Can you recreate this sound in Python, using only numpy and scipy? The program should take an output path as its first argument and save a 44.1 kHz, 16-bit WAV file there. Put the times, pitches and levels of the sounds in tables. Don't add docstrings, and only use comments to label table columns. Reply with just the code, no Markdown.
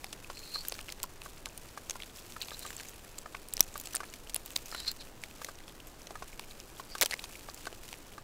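import sys
import numpy as np
from scipy import signal
from scipy.fft import rfft, irfft
from scipy.io import wavfile
from scipy.ndimage import uniform_filter1d

SR = 44100
rng = np.random.default_rng(int(sys.argv[2]) if len(sys.argv) > 2 else 0)


def master(y):
    cut = np.clip(np.atleast_2d(y).T, -1, 1)
    pcm = np.round(cut * 32767)
    wavfile.write(sys.argv[1], SR, pcm.astype(np.int16))


def how_loud(loudness_db):
    steps = np.asarray(loudness_db, float) / 20
    return 10 ** steps


N = 362943

# (time [s], ring peak [dB], ring frequency [Hz], dull crack peak [dB],
# bright crack peak [dB], decay time T60 [s], before limits and the ring's added decay)
BREAKS = [(0.0433, -31, 2320, -35, -29.5, 0.0047), (.128, -45, 4380, -30, -39, 0.03),
          (0.371, -38, 2470, -40, -56, 0.012), (0.392, -43, 6850, -47, -38, .02),
          (0.6506, -36, 1610, -35, -46, 0.013), (0.6842, -25, 13650, -50, -14, 0.0051),
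          (.6971, -29, 6650, -48, -41, .0034), (0.7221, -28, 4620, -24, -38, 0.0098),
          (.7523, -41, 1610, -47, -38, 0.011), (.7902, -33.5, 2370, -37, -58, .01),
          (.812, -35, 9150, -42, -34, .0035), (0.885, -31, 2800, -41, -56, 0.0068),
          (.891, -33, 2070, -36, -58, 0.011), (.9016, -33, 4890, -38, -47, 0.0055),
          (0.923, -47, 4700, -36.5, -29, 0.0068), (1.0008, -38, 2260, -37, -50, .004),
          (1.0311, -16.5, 7900, -43, -18, 0.0014), (1.0371, -30, 13700, -42, -21, .0034),
          (1.2177, -36, 2500, -36, -53, 0.0068), (1.458, -27, 3900, -27.5, -43, 0.0019),
          (1.5767, -30.5, 9360, -47, -31, 0.0061), (1.8974, -20, 6300, -25.5, -44, 0.0033),
          (1.9079, -25, 6500, -29.5, -31, 0.014), (2.002, -34.5, 2240, -42, -65, .013),
          (2.022, -30, 3380, -37, -60, 0.0076), (2.034, -33, 3400, -37, -50, 0.006),
          (2.3223, -37, 5700, -46, -37, .004), (2.4155, -25, 4030, -47, -54, 0.013),
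          (2.42, -31, 3650, -39, -28, .018), (2.485, -38, 2400, -31, -54, 0.0034),
          (2.507, -38, 3500, -36, -53, 0.0064), (2.5929, -30, 9150, -54, -27, 0.0039),
          (2.664, -29, 7700, -34.5, -35, 0.0039), (2.7052, -29.5, 1640, -38, -51, 0.0047),
          (2.729, -39, 2630, -42, -37, 0.0087), (2.7662, -29.5, 7700, -49, -30, .006),
          (2.792, -41, 4550, -42, -44, 0.0052), (2.7985, -34, 2370, -37, -51, 0.0094),
          (2.8052, -35.5, 1610, -41, -48, 0.0093), (2.809, -44, 7040, -42, -44, .023),
          (2.833, -42, 2220, -39, -48, 0.0082), (2.886, -32, 6800, -47, -35, 0.0023),
          (2.894, -44, 14880, -48, -34, .01), (3.183, -39, 7800, -37, -34, 0.0067),
          (3.1869, -26.5, 7440, -48, -34, 0.0029), (3.3501, -27, 2290, -49, -59, 0.0045),
          (3.4862, -35, 9000, -54, -32, .004), (3.5372, -21, 8000, -55, -18, 0.0033),
          (3.5684, -22, 5600, -39, -29, 0.0037), (3.578, -33, 1780, -32, -50, .005),
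          (3.5947, -31, 5920, -29, -30, 0.0046), (3.6067, -1, 12270, -19, -6, 0.0022),
          (3.6065, -1, 5760, -35, -29, 0.0051), (3.6274, -37, 6500, -38, -39, .015),
          (3.6407, -40, 6120, -52, -41, .0034), (3.7417, -31, 7500, -51, -42, .003),
          (3.778, -36, 7740, -45, -25, .006), (3.799, -34, 7000, -52, -27, .015),
          (3.8128, -33, 11800, -60, -30, 0.004), (3.8562, -36, 7850, -42, -37, 0.031),
          (3.872, -31, 7700, -33, -42, .0035), (3.9338, -34, 5870, -50, -28, 0.015),
          (3.9454, -33, 1550, -38, -45, 0.018), (3.9514, -20, 8600, -44, -17, 0.0047),
          (3.959, -18.5, 9060, -26.5, -26, 0.0051), (3.9671, -21.5, 7660, -26, -43, .0055),
          (4.1383, -36.5, 2300, -43, -34, 0.012), (4.2957, -45, 2740, -37.5, -35, 0.039),
          (4.345, -19, 10000, -38, -18, 0.0046), (4.3574, -40, 2970, -30, -38.5, 0.026),
          (4.362, -18, 10500, -27.5, -28, 0.006), (4.4605, -34, 9150, -47, -24, .0036),
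          (4.5052, -36, 2760, -43, -32, 0.0042), (4.5591, -30, 4360, -33, -25, 0.027),
          (4.5629, -12, 4250, -27, -16.5, 0.0025), (4.575, -33, 13540, -41, -33, .004),
          (4.6586, -37, 6180, -48, -34, .007), (4.715, -33, 5140, -38, -35, 0.0088),
          (4.7484, -46, 1650, -28, -56, 0.0081), (4.8018, -48, 4500, -33, -43, 0.025),
          (4.8785, -24, 4260, -36, -36, 0.053), (4.9153, -35, 7400, -55, -20.5, .0035),
          (5.2372, -27.5, 2360, -40, -35, 0.0068), (5.4463, -33.5, 1580, -31.5, -32, 0.0061),
          (5.68, -45, 3290, -38, -53, 0.012), (5.871, -41, 12100, -48, -47, .01),
          (6.0184, -37, 6050, -57, -47, 0.0033), (6.0698, -40, 6000, -35, -61, 0.022),
          (6.395, -36.5, 1700, -25, -45, 0.009), (6.6012, -32, 5600, -39, -51, 0.0034),
          (6.9517, -33, 1500, -35, -36, 0.0096), (6.9823, -40, 3160, -36, -33, .006),
          (6.9866, -30, 4350, -41, -34, .003), (7.012, -19, 6150, -27, -10, 0.01),
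          (7.0169, -16, 13720, -19, -24, 0.0058), (7.0223, -16.5, 1850, -19, -14, 0.0075),
          (7.0272, -21, 5950, -21, -10, 0.012), (7.0329, -27, 7000, -20, -33, 0.013),
          (7.049, -30, 5860, -43, -32, 0.0046), (7.059, -23, 3130, -25, -16, 0.015),
          (7.11, -31.5, 4400, -26, -39, .031), (7.1232, -27, 1990, -38, -44, 0.013),
          (7.1285, -36, 2020, -41, -42, .03), (7.134, -24, 2160, -41, -46, 0.012),
          (7.1392, -21, 2180, -24.5, -40, 0.0087), (7.193, -31.5, 2330, -35.5, -45, .006),
          (7.24, -38, 4600, -28, -54, 0.021), (7.545, -33, 7500, -52, -31, 0.0022),
          (7.655, -39, 1650, -36, -42, 0.012), (7.6679, -31.5, 4330, -32, -54, 0.0043),
          (7.728, -37.5, 2970, -43, -43, .007), (7.889, -42, 5950, -40, -44, .003),
          (7.9286, -34, 2320, -28.5, -40, 0.0038), (7.9406, -33, 2410, -45, -57, 0.0038)]
# (time [s], rustle level [dB], before brushes and crumbs are added)
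HAND_WORK = [(0.0, -57.5), (0.34, -56.5), (0.53, -51), (0.68, -50.5), (0.98, -59), (1.12, -60),
             (2.38, -54.5), (2.63, -51), (2.98, -57), (3.32, -58.5), (3.6, -58), (3.8, -52.5),
             (3.94, -53.5), (4.1, -58), (4.31, -58), (4.7, -52.5), (4.86, -53), (4.97, -57.5), (5.16, -59),
             (5.98, -59.5), (6.26, -58), (6.81, -58), (7.06, -53), (8.23, -60)]


def evened(x):
    return x / np.sqrt(np.mean(x ** 2) + 1e-20)


def peaked(x):
    return x / (abs(x).max(axis=-1, keepdims=True) + 1e-12)


def band(x, lo_hz, hi_hz):
    return signal.sosfilt(signal.butter(2, [lo_hz, hi_hz], "band", fs=SR, output="sos"), x)


def colour(x, points):
    f, db = np.transpose(points)
    hz = np.fft.rfftfreq(len(x), 1 / SR)
    gain = how_loud(np.interp(np.log(hz + 1), np.log(f + 1), db))
    return irfft(rfft(x) * gain, len(x))


def add(mix, s, sound):
    part = mix[max(round(s * SR), 0):][:len(sound)]
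    part += sound[:len(part)]


def resonate(x, hz, width_hz):
    turn = np.exp(2j * np.pi * np.cumsum(hz * np.ones(len(x))) / SR)
    r = np.exp(-np.pi * width_hz / SR)
    smooth = signal.lfilter([1 - r], [1, -r], x / turn)
    return 2 * (turn * smooth).real


def grains(count, per_s, spread_db):
    hit, sign, size = rng.random((count, 3)).T
    size_db = spread_db * np.minimum(-np.log(size + 1e-9), 4)
    return (hit < per_s / SR) * np.sign(sign - .5) * how_loud(size_db)


def air():
    # (frequency [Hz], relative level per Hz [dB])
    air_spectrum = [(7.1, -19), (12, 8.5), (36, -3), (79, -8.5), (195, -13.5), (335, -12), (1690, -24.5),
                    (2430, -31), (3590, -29.5), (7590, -36), (13400, -47), (15600, -39)]
    return how_loud(-51.5) * evened(colour(rng.standard_normal(N), air_spectrum))


def handling_db():
    # (time [s], rustle level [dB], half length [s])
    brush_rows = [(1.27, -55, .03), (2.18, -49, .02), (5.446, -52.5, 0.048), (6.505, -53, 0.022),
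                  (6.79, -54, .02), (7.36, -55, .04), (7.617, -53, .04), (7.92, -53, 0.027)]
    t = np.arange(0, N / SR, .002)
    break_s, ring_db = np.transpose(BREAKS)[:2, :, None]
    crumbs_db = -60 + 0.15 * (ring_db - ring_db.mean())
    crumbs = (how_loud(2 * crumbs_db) * np.exp(-abs(t - break_s) / 0.01)).sum(0)
    brushes = sum(how_loud(2 * db) * np.exp(-((t - s) / half) ** 2) for s, db, half in brush_rows)
    work = how_loud(2 * np.interp(t, *np.transpose(HAND_WORK)))
    return np.interp(np.arange(N) / SR, t, 10 * np.log10(work + brushes + crumbs))


def rustle():
    # (frequency [Hz], relative level per Hz [dB])
    rustle_spectrum = [(1470, -24), (2500, 3.5), (3270, -0.5), (7770, 2.5), (8650, 0), (15600, -3),
                       (16300, -40)]
    fine_db = handling_db()
    low_db = -34.5 + 0.5 * fine_db
    clumps = how_loud(2.67 * evened(uniform_filter1d(rng.standard_normal(N), 260)))
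    hiss = evened(grains(N, 5000, 4.6))
    t = np.arange(300) / SR
    ticks = np.zeros(N)
    for hz in np.geomspace(2200, 14000, num=14):
        ring = np.exp(-t * hz / 3.1) * np.cos(2 * np.pi * hz * t)
        ticks += signal.oaconvolve(grains(N, 12, 5.8), peaked(ring))[:N]
    clicks = (hiss + how_loud(-8.5) * evened(ticks)) * clumps
    fine = how_loud(fine_db) * evened(colour(clicks, rustle_spectrum))
    low = how_loud(low_db) * evened(band(grains(N, 1500, 4.1) * clumps, 410, 2360))
    return fine + low


def knocks():
    # (time [s], body peak [dB] before contact crackle and band-pass, reference pitch [Hz])
    knock_rows = [(0.043, -34, 770), (0.3, -28, 1030), (0.557, -30, 1190), (0.79, -36.5, 1290),
                  (1.039, -28.5, 1010), (1.26, -32, 1140), (1.467, -35, 1150), (1.775, -29, 1200),
                  (1.956, -31, 1010), (2.364, -31, 1310), (2.517, -32.5, 1210), (2.651, -32, 1170),
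                  (3.259, -31.5, 1260), (3.347, -29, 1110), (3.605, -36, 543), (3.756, -28, 1170),
                  (3.946, -30.5, 1330), (4.004, -25.5, 1130), (4.033, -30.5, 1240), (4.725, -32, 1300),
                  (4.747, -28.5, 1450), (5.417, -31, 1210), (5.487, -29, 1150), (6.107, -30.5, 780),
                  (6.155, -30.5, 1270), (6.223, -28, 1070), (6.798, -29.5, 1070), (6.953, -27, 1160),
                  (7.012, -24, 660), (7.014, -26, 1560), (7.019, -39, 1560), (7.025, -33, 1560),
                  (7.032, -22.5, 540), (7.039, -39, 1210), (7.487, -30.5, 1180), (7.67, -24.5, 1140),
                  (7.727, -35.5, 480), (8.18, -32.5, 1200)]
    # (multiple of pitch [ratio], relative level [dB], decay time T60 [s])
    mode_rows = [(.38, -8, 0.0052), (.62, 5, 0.0047), (.8, 1.5, 0.0071), (1, 3, 0.011), (1.15, 0.5, 0.0048),
                 (1.35, -3, 0.014), (1.7, 5.5, 0.0037), (2.25, -13, 0.004)]
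    t, out = np.arange(3000) / SR, np.zeros(N)
    push = 1 - np.exp(-t / 0.0021)
    echoes = rng.standard_normal((len(knock_rows), 600)) * 0.037 * how_loud(-60 * t[:600] / 0.056)
    echoes[:, 0] = 1
    for (s, db, hz), echo in zip(knock_rows, echoes):
        modes = sum(how_loud(d - 60 * t / t60) * np.sin(2 * np.pi * k * hz * t) for k, d, t60 in mode_rows)
        body = peaked(signal.fftconvolve(modes * push, echo))
        body[:599] += how_loud(-4) * peaked(echo[1:])
        add(out, s, how_loud(db) * body)
    return band(out, 300, 7600)


def small_snaps(count=90):
    when, size, pitch, tilt, ring = rng.random((count, 5)).T
    t = np.arange(0, N / SR, .01)
    busy = np.cumsum(how_loud(1.6 * np.interp(t, *np.transpose(HAND_WORK))))
    s = np.interp(when, busy / busy[-1], t)
    ring_db = -45 - 0.5 * np.log(size + .02)
    octaves = 3 * pitch
    tilt_db = 12 * (tilt - .5)
    dull_db = ring_db - 0.5 - 4.5 * octaves - tilt_db
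    bright_db = ring_db - 24 + 8 * octaves + tilt_db
    t60 = 0.0045 * 3 ** (2 * ring - 1)
    return np.transpose([s, ring_db, 1600 * 2 ** octaves, dull_db, bright_db, t60])


def snaps():
    s, ring_db, hz, dull_db, bright_db, t60 = np.vstack([BREAKS, small_snaps()]).T[..., None]
    t, t60 = np.arange(1536) / SR, np.clip(t60, .001, .05)
    rise = 1 - np.exp(-t / .00008)
    grit = rng.standard_normal((len(s), len(t)))
    crack = rise * (how_loud(-60 * t / t60) + how_loud(-13 - 60 * t / 0.017)) * grit
    wobble = 1.67 * np.cumsum(uniform_filter1d(grit, 12), axis=1) / np.sqrt(len(t) / 8)
    decay = how_loud(-60 * t / t60 - 60 * t / .08)
    ring = peaked(rise * decay * np.sin(2 * np.pi * hz * t + wobble))
    middle_db = (dull_db + bright_db) / 2 + 7.5
    sound = how_loud(ring_db) * ring
    sound += how_loud(dull_db - 8.0) * peaked(band(crack, 474, 1450))
    sound += how_loud(dull_db) * peaked(band(crack, 2090, 5420))
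    sound += how_loud(middle_db) * peaked(band(crack, 3300, 10900))
    sound += how_loud(bright_db) * peaked(band(crack, 8900, 18400))
    sound += how_loud(ring_db - 29.5) * t / 0.00027 * np.exp(1 - t / 0.00027)
    out = np.zeros(N)
    for at, one in zip(s[:, 0], sound):
        add(out, at, one)
    return out


def scrape(rows, grit_db):
    s, *columns = np.transpose(rows)
    t = np.arange(s[0], s[-1], 1 / SR)
    low_db, hz, high_db = (np.interp(t, s, c) for c in columns)
    jerks = evened(resonate(rng.standard_normal(len(t)), 0, 1 / 0.0048))
    slips = grains(len(t), 2700, 2.6) * how_loud(2.5 * np.clip(jerks, -2, 2))
    low = evened(resonate(resonate(slips, hz, 240), hz, 600))
    wide_db = grit_db + 0.27 * (low_db + 34)
    wide = how_loud(wide_db) * evened(resonate(resonate(slips, hz, 1090), hz, 1300))
    high = evened(resonate(resonate(slips, 7360, 460), 7360, 1500))
    body = how_loud(grit_db - 11.5) * evened(band(slips, 1200, 4300))
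    sound = how_loud(low_db) * (evened(low + wide) + body) + how_loud(high_db) * high
    return s[0], sound * signal.windows.tukey(len(t), .1)


def stalk_scrapes():
    # (time [s], low resonance level [dB], its frequency [Hz], high resonance level [dB])
    scrape_tables = [
        [(0.33, -63, 4370, -74), (0.342, -56, 4200, -64), (0.532, -50.5, 4260, -77), (0.548, -32.5, 4240, -59),
         (0.572, -47, 4230, -67), (0.586, -42, 4360, -64), (0.624, -49, 4440, -67), (0.636, -73, 4360, -82),
         (0.64, -74, 4380, -65)],
        [(2.51, -60, 3950, -57), (2.546, -45, 3960, -59), (2.574, -81, 4080, -73), (2.58, -70, 4100, -63),
         (2.632, -50, 3980, -64), (2.65, -62, 4060, -63), (2.67, -53, 4000, -52), (2.742, -83, 4400, -61),
         (2.8, -48, 4570, -65)],
        [(4.7, -60, 4620, -73), (4.714, -55, 4300, -61), (4.798, -45, 3900, -58), (4.844, -53, 4140, -65),
         (4.87, -41, 4060, -60), (4.882, -35, 4160, -43), (4.904, -42, 4080, -68), (4.914, -43, 4200, -52),
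         (4.93, -56, 4180, -70)],
    ]
    grits = [-10, 1, 2.5]
    out = np.zeros(N)
    for rows, grit_db in zip(scrape_tables, grits):
        add(out, *scrape(rows, grit_db))
    return out


def scuffs():
    # (peak time [s], low resonance level [dB], its frequency [Hz], rise time [s], fall time [s])
    scuff_rows = [(2.421, -46.5, 4000, .011, 0.052), (5.014, -43, 4040, 0.035, 0.022),
                  (6.93, -49, 4660, 0.065, 0.059)]
    out = np.zeros(N)
    for s, db, hz, rise, fall in scuff_rows:
        swell = [(s - rise, -28), (s, 0), (s + fall, -28)]  # (time [s], relative level [dB])
        rows = [(at, db + d, hz, db + d - 18) for at, d in swell]
        add(out, *scrape(rows, 4.5))
    return out


def scene():
    mix = air() + rustle() + knocks() + snaps() + stalk_scrapes() + scuffs()
    return mix[None]


def top_cut(x):
    return signal.sosfilt(signal.butter(12, 17150, fs=SR, output="sos"), x)


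def record(dry):
    bent = .94 * np.tanh(dry / .94)
    low_pass = signal.firwin(127, 15900, window=("kaiser", 8), fs=SR)
    limited = signal.oaconvolve(bent, low_pass[None], "same")
    return top_cut(limited)


dry = scene()
out = record(dry)
master(out)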